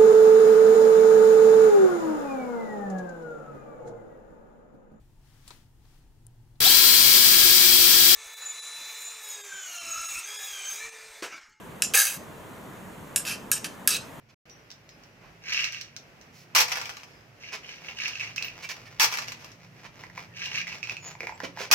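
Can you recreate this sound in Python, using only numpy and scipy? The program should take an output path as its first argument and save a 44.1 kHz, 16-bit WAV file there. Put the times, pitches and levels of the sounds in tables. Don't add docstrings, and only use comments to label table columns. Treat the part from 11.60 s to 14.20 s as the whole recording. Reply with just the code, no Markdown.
import sys
import numpy as np
from scipy import signal
from scipy.fft import rfft, irfft
from scipy.io import wavfile
from scipy.ndimage import uniform_filter1d

SR = 44100
rng = np.random.default_rng(int(sys.argv[2]) if len(sys.argv) > 2 else 0)


def put_to_file(sound):
    columns = np.atleast_2d(sound).T
    safe = np.clip(columns, -1, 1)
    whole_steps = np.round(safe * 32767)
    wavfile.write(sys.argv[1], SR, whole_steps.astype(np.int16))


def nominal_scale(level):
    x = np.asarray(level, float) / 20
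    return 10 ** x


N = 114660


def evened(x):
    return x / np.sqrt(np.mean(x ** 2) + 1e-20)


def read(points, hz):
    f, value = np.transpose(points)
    return np.interp(np.log(hz + 1), np.log(f + 1), value)


def coloured(x, db_at):
    hz = np.fft.rfftfreq(len(x), 1 / SR)
    return irfft(rfft(x) * nominal_scale(db_at(hz)), len(x))


def stroke(curve, colour, place_db, spine_db):
    # t/s, level/dB, push on the spine/dB
    catches = [(.2358, -9, -8), (.2482, -16, 5), (.3462, -6, -1), (.3518, -6, -1), (.3745, -7, -6),
               (.3935, -6, -10), (.4003, -9, -8), (.4165, -11, -6), (1.5735, -11, -9), (1.577, -12, -9),
               (1.6752, -18, -3), (1.696, -20, -3), (1.7163, -20, 3), (1.7462, -23, 2), (1.9295, -10, -12),
               (1.933, -10, -12), (1.937, -13, -12), (2.2802, -5, -12), (2.3065, -12, -8),
               (2.3435, -14, -3), (2.3565, -19, 10)]
    teeth_per_s, tooth_spread_db, chatter_db = 7600, 7, 2
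    wander_s, wander_db = 0.12, 2
    skate_db, skate_s, skate_top_hz = -1.5, 0.0068, 18500

    s, pressure_db, grip_db, load_db = np.transpose(curve)
    t = np.arange(s[0], s[-1], 1 / SR)
    chance, size, sign, shape = rng.random((10500, 4))[:len(t)].T

    size_db = tooth_spread_db * np.minimum(-np.log(size), 3)
    teeth = (chance < teeth_per_s / SR) * nominal_scale(size_db) * np.sign(sign - 0.5)
    chatter = evened(uniform_filter1d(uniform_filter1d(sign - 0.5, size=110), size=110))
    edge = np.clip(np.minimum(t - t[0], t[-1] - t) / 0.00053, 0, 1)
    teeth = evened(teeth) * edge * nominal_scale(np.interp(t, s, pressure_db) + chatter_db * chatter)
    grip = teeth * nominal_scale(np.interp(t, s, grip_db))
    knock = teeth * nominal_scale(np.interp(t, s, load_db))
    for at, db, knock_db in catches:
        catch = nominal_scale(db) * (np.arange(len(t)) == round((at - s[0]) * SR))
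        teeth = teeth + catch
        knock = knock + nominal_scale(knock_db) * catch

    turn = (t - t[0]) / wander_s + np.arange(3)[:, None] / 3
    spots = 2 / 3 * np.cos(np.pi * turn) ** 2
    out = sum(bodies(w * teeth, w * grip, w * knock, colour, place_db, spine_db, wander_db)
              for w in spots)
    for k in range(4):
        chosen = teeth * ((shape * 4).astype(int) == k)
        bare = signal.fftconvolve(chosen, rasp(skate_s, colour[1]))
        out[0, :len(bare)] += nominal_scale(skate_db + spine_db[6]) * bare
    low_pass = signal.cheby2(10, 40, skate_top_hz + 500, fs=SR, output="sos")
    return s[0], signal.sosfilt(low_pass, out)


def tap(row, colour, place_db, spine_db):
    blow_s, tick_s = 0.00096, 0.0034
    start, db, crack_db, bench_db, tilt_db = row
    blow = 0.12 * rng.standard_normal(400) * np.exp(-np.arange(400) / SR / blow_s)
    blow[0] = 1
    grip = blow * nominal_scale(bench_db - 3)
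    knock = grip * nominal_scale(spine_db[5])
    out = bodies(blow, grip, knock, colour, place_db, spine_db)
    out[0, :1200] += nominal_scale(crack_db) * rasp(tick_s, tilt_db)
    return start, nominal_scale(db + 9) * out


def rasp(decay_s, tilt_db):
    # f/Hz, level/dB
    contact_colour = [(1000, -13.5), (1500, 1.5), (2000, -59), (2700, 3), (3500, -4.5), (5400, -2),
                      (11000, 2), (16000, -25.5)]

    def level_db(hz):
        return read(contact_colour, hz) + tilt_db * np.log2((hz + 500) / 7000)

    h = coloured(rng.standard_normal(1200), level_db)
    h = h * np.exp(-np.arange(1200) / SR / decay_s)
    return h / np.linalg.norm(h)


def bodies(drive, grip, knock, colour, place_db, spine_db, wander_db=0):
    # f/Hz, level/dB, time to fall 60 dB/s
    file_modes = [(5200, -4, .02), (5340, -5, .08), (5445, -4, .07), (5530, -6, .07), (5640, -6, .06),
                  (7077, -5, .06), (7160, -4, .07), (8212, 0, .08), (8300, -4, .02), (8465, -4, .07),
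                  (10000, -10, .03), (11060, -2, .04), (11200, -4, .03), (13370, -5, .05)]
    blade_modes = [(3880, -10, .025), (4780, -8, .035), (6050, -7, .04), (6295, -3, .04), (6452, -3, .04),
                   (6750, -8, .04), (8070, -4, .04), (8195, -3, .04), (8432, -5, .04), (9016, -3, .045),
                   (10426, -4, .04), (10818, -4, .04), (12300, -2, .025), (13495, -3, .035)]
    bench_modes = [(1375, -11, .03), (1500, -15, .02), (1648, 0, .06), (1738, -2, .065), (2170, -13, .05)]
    table_modes = [(494.4, 5.5, 0.037), (806, -1.5, 0.049), (1073, -0.5, 0.0088)]
    # f/Hz, level/dB, time to fall 60 dB/s
    spine_modes = [(2402, -9, .05), (2575, -2, .04), (2635, -3, .045), (2690, -1, .045), (2790, -6, .035),
                   (2900, -6, .035), (3075, -9, .04), (3860, -15, .02), (4100, -15, .025), (4420, -17, .03),
                   (4765, -11, .035), (5030, -12, .04), (14650, -14, .02), (15750, -10, .02)]
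    place_hz = [5400, 7100, 8300, 11100, 13400]
    spine_hz = [2400, 2650, 3000, 4000, 4900, 15000]

    def lean(modes, db_per_octave, centre_hz):
        return [(hz, db + db_per_octave * np.log2(hz / centre_hz), t60) for hz, db, t60 in modes]

    blade_db, tilt_db, share, bench_tilt_db, table_db = colour
    file = np.pad(ring(file_modes, share, wander_db), (0, 2000))
    file = coloured(file, lambda hz: np.interp(hz, place_hz, place_db))[:6000]
    blade = ring(lean(blade_modes, tilt_db, 7000), share, wander_db)
    steel = file + nominal_scale(blade_db) * blade
    bench = ring(lean(bench_modes, bench_tilt_db, 1600), 1, wander_db / 2)
    spot_db = np.delete(spine_db, [5, 6])
    spine = ring([(hz, db + np.interp(hz, spine_hz, spot_db), t60) for hz, db, t60 in spine_modes],
                 1, wander_db / 2)
    held = signal.fftconvolve(grip, bench) + signal.fftconvolve(knock, spine)
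    table = signal.fftconvolve(grip, nominal_scale(table_db) * ring(table_modes))
    return np.array([signal.fftconvolve(drive, steel), held, table])


def ring(modes, share=1, wander_db=0):
    contact_cycles = 1.5
    t = np.arange(6000) / SR
    parts = []
    for hz, db, t60 in modes:
        fade = nominal_scale(db - 60 * t / (t60 * share))
        build_up = -np.expm1(-t * hz / contact_cycles)
        parts.append(fade * np.sin(2 * np.pi * hz * t) * build_up / np.sqrt(t60))
    parts = np.array(parts)
    gains = nominal_scale(wander_db * rng.uniform(-1.7, 1.2, len(modes)))
    return gains @ parts / np.linalg.norm(parts.sum(0))


def workshop(x):
    # f/Hz, time to fall 60 dB/s
    walls = [(1000, 0.085), (3000, 0.32), (7000, 0.31), (14000, 0.15)]
    # f/Hz, side level/dB
    room_width = [(1500, 2.5), (6000, -10), (13000, -2.5)]
    first_echo_s = 0.0012
    wall_echo_s, wall_echo_width_s, wall_echo_db = 0.0155, 0.003, 6

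    echoes = np.zeros((2, 22000))
    at = np.arange(0, 21980, 14) + rng.integers(0, 14, (2, 1570))
    np.put_along_axis(echoes, at, rng.choice([-1., 1.], at.shape), 1)
    lag = np.arange(22000) / SR
    bump = np.exp(-((lag - wall_echo_s) / wall_echo_width_s) ** 2)
    echoes *= np.clip(lag / first_echo_s - 0.5, 0, 1) * nominal_scale(wall_echo_db * bump)
    hz, t, z = signal.stft(echoes, SR, nperseg=256)
    z[1] *= nominal_scale(read(room_width, hz))[:, None]
    fade = nominal_scale(-60 * t / read(walls, hz)[:, None])
    tail = signal.istft(z * fade, SR, nperseg=256)[1]
    mid, side = signal.fftconvolve(x[None], tail / np.linalg.norm(tail[0]), axes=1)[:, :N]
    return np.array([mid + side, mid - side])


def air():
    # f/Hz, level/dB
    wash_colour = [(15, -47), (25, -21.5), (181, 1), (320, -6.5), (453, -6), (600, -7), (814, -11),
                   (909, -7.5), (2000, -16.5), (2600, -47), (4400, -114)]
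    hiss_colour = [(1180, -29), (2000, 0.5), (2440, -4), (3120, -5), (5120, -16.5), (6820, -10.5),
                   (9010, -13.5), (14900, -12.5), (16000, -35)]
    # f/Hz, likeness (0 to 1)
    likeness = [(40, .35), (80, .62), (170, .85), (350, .68), (700, .55), (1410, .5), (3100, .16),
                (6820, .95), (15000, .2)]
    wash_db, hiss_db, patch_db, hiss_top_hz = -43.5, -54.0, 1.0, 15750

    frames, hz = N // 256 + 5, np.fft.rfftfreq(1024, 1 / SR)
    a, b, c, d, patches = rng.standard_normal((frames, 513, 5)).T
    patches = uniform_filter1d(uniform_filter1d(patches, size=6, axis=0), size=12, axis=1)
    same = np.clip(read(likeness, hz), -1, 1)[:, None]
    left = a + 1j * b
    right = same * left + np.sqrt(1 - same ** 2) * (c + 1j * d)
    z = np.array([left, right]) * nominal_scale(patch_db * evened(patches))

    def part(table, keep):
        gain = (nominal_scale(read(table, hz)) * keep)[:, None]
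        return evened(signal.istft(z * gain, nperseg=1024, noverlap=768)[1][:, :N])

    low = hz < 2000
    wash = nominal_scale(wash_db) * part(wash_colour, low)
    return wash + nominal_scale(hiss_db) * part(hiss_colour, ~low & (hz < hiss_top_hz))


def add(mix, s, sound):
    part = mix[:, round(s * SR):][:, :sound.shape[1]]
    part += sound[:, :part.shape[1]]


def scene():
    # t/s, blow level/dB, crack level/dB, bench thud level/dB, tilt/dB per octave
    landings = [
        (0.2211, -10.5, 8, -8.5, 0.5),
        (0.337, -27, 15, -17, -1),
        (1.56, -9, 2, -4, -1),
        (1.6512, -27, -4, 0, -6),
        (1.9157, -9, 6.5, 0.5, 6),
        (2.0452, -24.5, -4, 6, -30),
        (2.2751, -4, 6, -3.5, 22),
    ]
    # t/s, pressure/dB, grip on the bench/dB, load on the spine/dB
    strokes = [
        [(.226, -32.5, -28, -17), (.24, -30, -32, -24), (.262, -45, -28, -23)],
        [(.336, -24, -6, 0), (.347, -20.5, -2.5, 0), (.366, -23.5, -1.5, 1), (.378, -21, -3.5, -17),
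         (.394, -20.5, -9.5, -10), (.43, -26, -7.5, -12), (.456, -29, -7.5, -6), (.484, -33, -9.5, 0.5),
         (.572, -46.5, -5, -13)],
        [(1.566, -42, -3, -17), (1.58, -34, -22, -34), (1.605, -45, 0, -6)],
        [(1.649, -38, -5, -6), (1.678, -33.5, -11.5, -3.5), (1.715, -34.5, -11, 1.5), (1.745, -44.5, -1, 1),
         (1.762, -55, -19, 0)],
        [(1.922, -24, -28, -26), (1.94, -49, -25, -23), (1.968, -36.5, -1, 1), (1.985, -57, -16, -12)],
        [(2.043, -27, 0, 0), (2.05, -34, -5.5, 0.5), (2.066, -33, -27, -30)],
        [(2.28, -24.5, -34, -30), (2.31, -28.5, -19, -7), (2.345, -30, -12.5, -1.5), (2.36, -35.5, -10, 1.5),
         (2.372, -32.5, -22, -0.5)],
    ]
    # blade ring/dB, tilt/dB per octave, ring length under the grip (share),
    # bench tilt/dB per octave, table rumble/dB
    stroke_colour = [(-3, -4.5, 2.2, 3, -44), (2, -1, 0.7, 22, -11.5), (-6, -4, 1.46, -9, -40),
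                     (-3, -6, 1.05, -25, -34), (-1.5, -2, 1.4, -16, -38), (-8.5, -4.5, 0.75, 9, -34),
                     (-3, -4, 0.52, -1, -21)]
    place_levels = [(-2, 5.5, -4, -14, -18), (-5, 0.5, -34, 1, -33), (-1, 4.5, 0, 10.5, 9),
                    (0.5, 1, -41, -0.5, -1.5), (0.5, 7.5, 2.5, 1, 6.5), (-7, -4, -28, -20, -4),
                    (2, -4, -8, 0.5, -21)]
    # level/dB near five low frequencies,
    # knock of the landing/dB, bare rasp/dB, top pair of modes/dB
    spine_levels = [(-32, 3.5, -1.8, 5, 2, 10.5, -10, -15), (-1, 3, 1, -4, 0, 0, -4, 1),
                    (4.5, 0.1, -1.7, 2, -11, 0.1, -7, -10), (0, 3, 1, -2, 2, 3, -3, -14),
                    (11, 0.1, -9, 0.1, -18, 0.1, 1.5, -6), (0, 4, -1, -1, -2, 4, -1, -14),
                    (0, 0.9, 1, 17, 3.5, -3, -5, -2)]
    body_low_hz, body_top_hz, table_low_hz = 1100, 18000, 420
    room_db, bench_pan_db = -9.5, 1.44

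    work = np.zeros((3, N))
    for landing, curve, *shade in zip(landings, strokes, stroke_colour, place_levels, spine_levels):
        add(work, *tap(landing, *shade))
        add(work, *stroke(curve, *shade))
    body_band = signal.butter(4, [body_low_hz, body_top_hz], "band", fs=SR, output="sos")
    steel, bench = signal.sosfilt(body_band, work[:2])
    table = signal.sosfilt(signal.butter(4, table_low_hz, "high", fs=SR, output="sos"), work[2])
    near = steel + (bench + table) * nominal_scale([[-bench_pan_db], [bench_pan_db]])
    return near + nominal_scale(room_db) * workshop(steel + bench + table) + air()


def roll_off(x):
    return signal.sosfilt(signal.butter(12, 16810, fs=SR, output="sos"), x)


def record(dry):
    # t/s, level/dB
    duck = [
        (.352, -8),
        (.373, -18),
        (.46, -18),
        (.52, -6),
        (.57, -5.5),
    ]
    duck_low_hz, duck_top_hz, mic_top_hz = 65, 580, 16150
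    masked_hz, masked_db = 14500, -22.5

    def band(lo_hz, hi_hz, order):
        return signal.sosfiltfilt(signal.butter(order, [lo_hz, hi_hz], "band", fs=SR, output="sos"), dry)

    def power(x):
        return abs(uniform_filter1d((x ** 2).mean(0), size=500)) + 1e-14

    bass = band(duck_low_hz, duck_top_hz, order=3)
    top = band(masked_hz, 20000, order=12)
    share_db = 10 * np.log10(power(top) / power(band(2000, masked_hz, order=2)))
    lost = uniform_filter1d(np.clip((masked_db - share_db) / 2, 0, 1), size=300)
    bass_db = np.interp(np.arange(N) / SR, *np.transpose(duck), left=0, right=0)
    ducked = dry - lost * top - bass * (1 - nominal_scale(bass_db))
    mic = signal.firwin(401, mic_top_hz, window=("kaiser", 6), fs=SR)
    mix = signal.oaconvolve(ducked, mic[None], "same")
    return roll_off(mix)


dry = scene()
out = record(dry)
put_to_file(out)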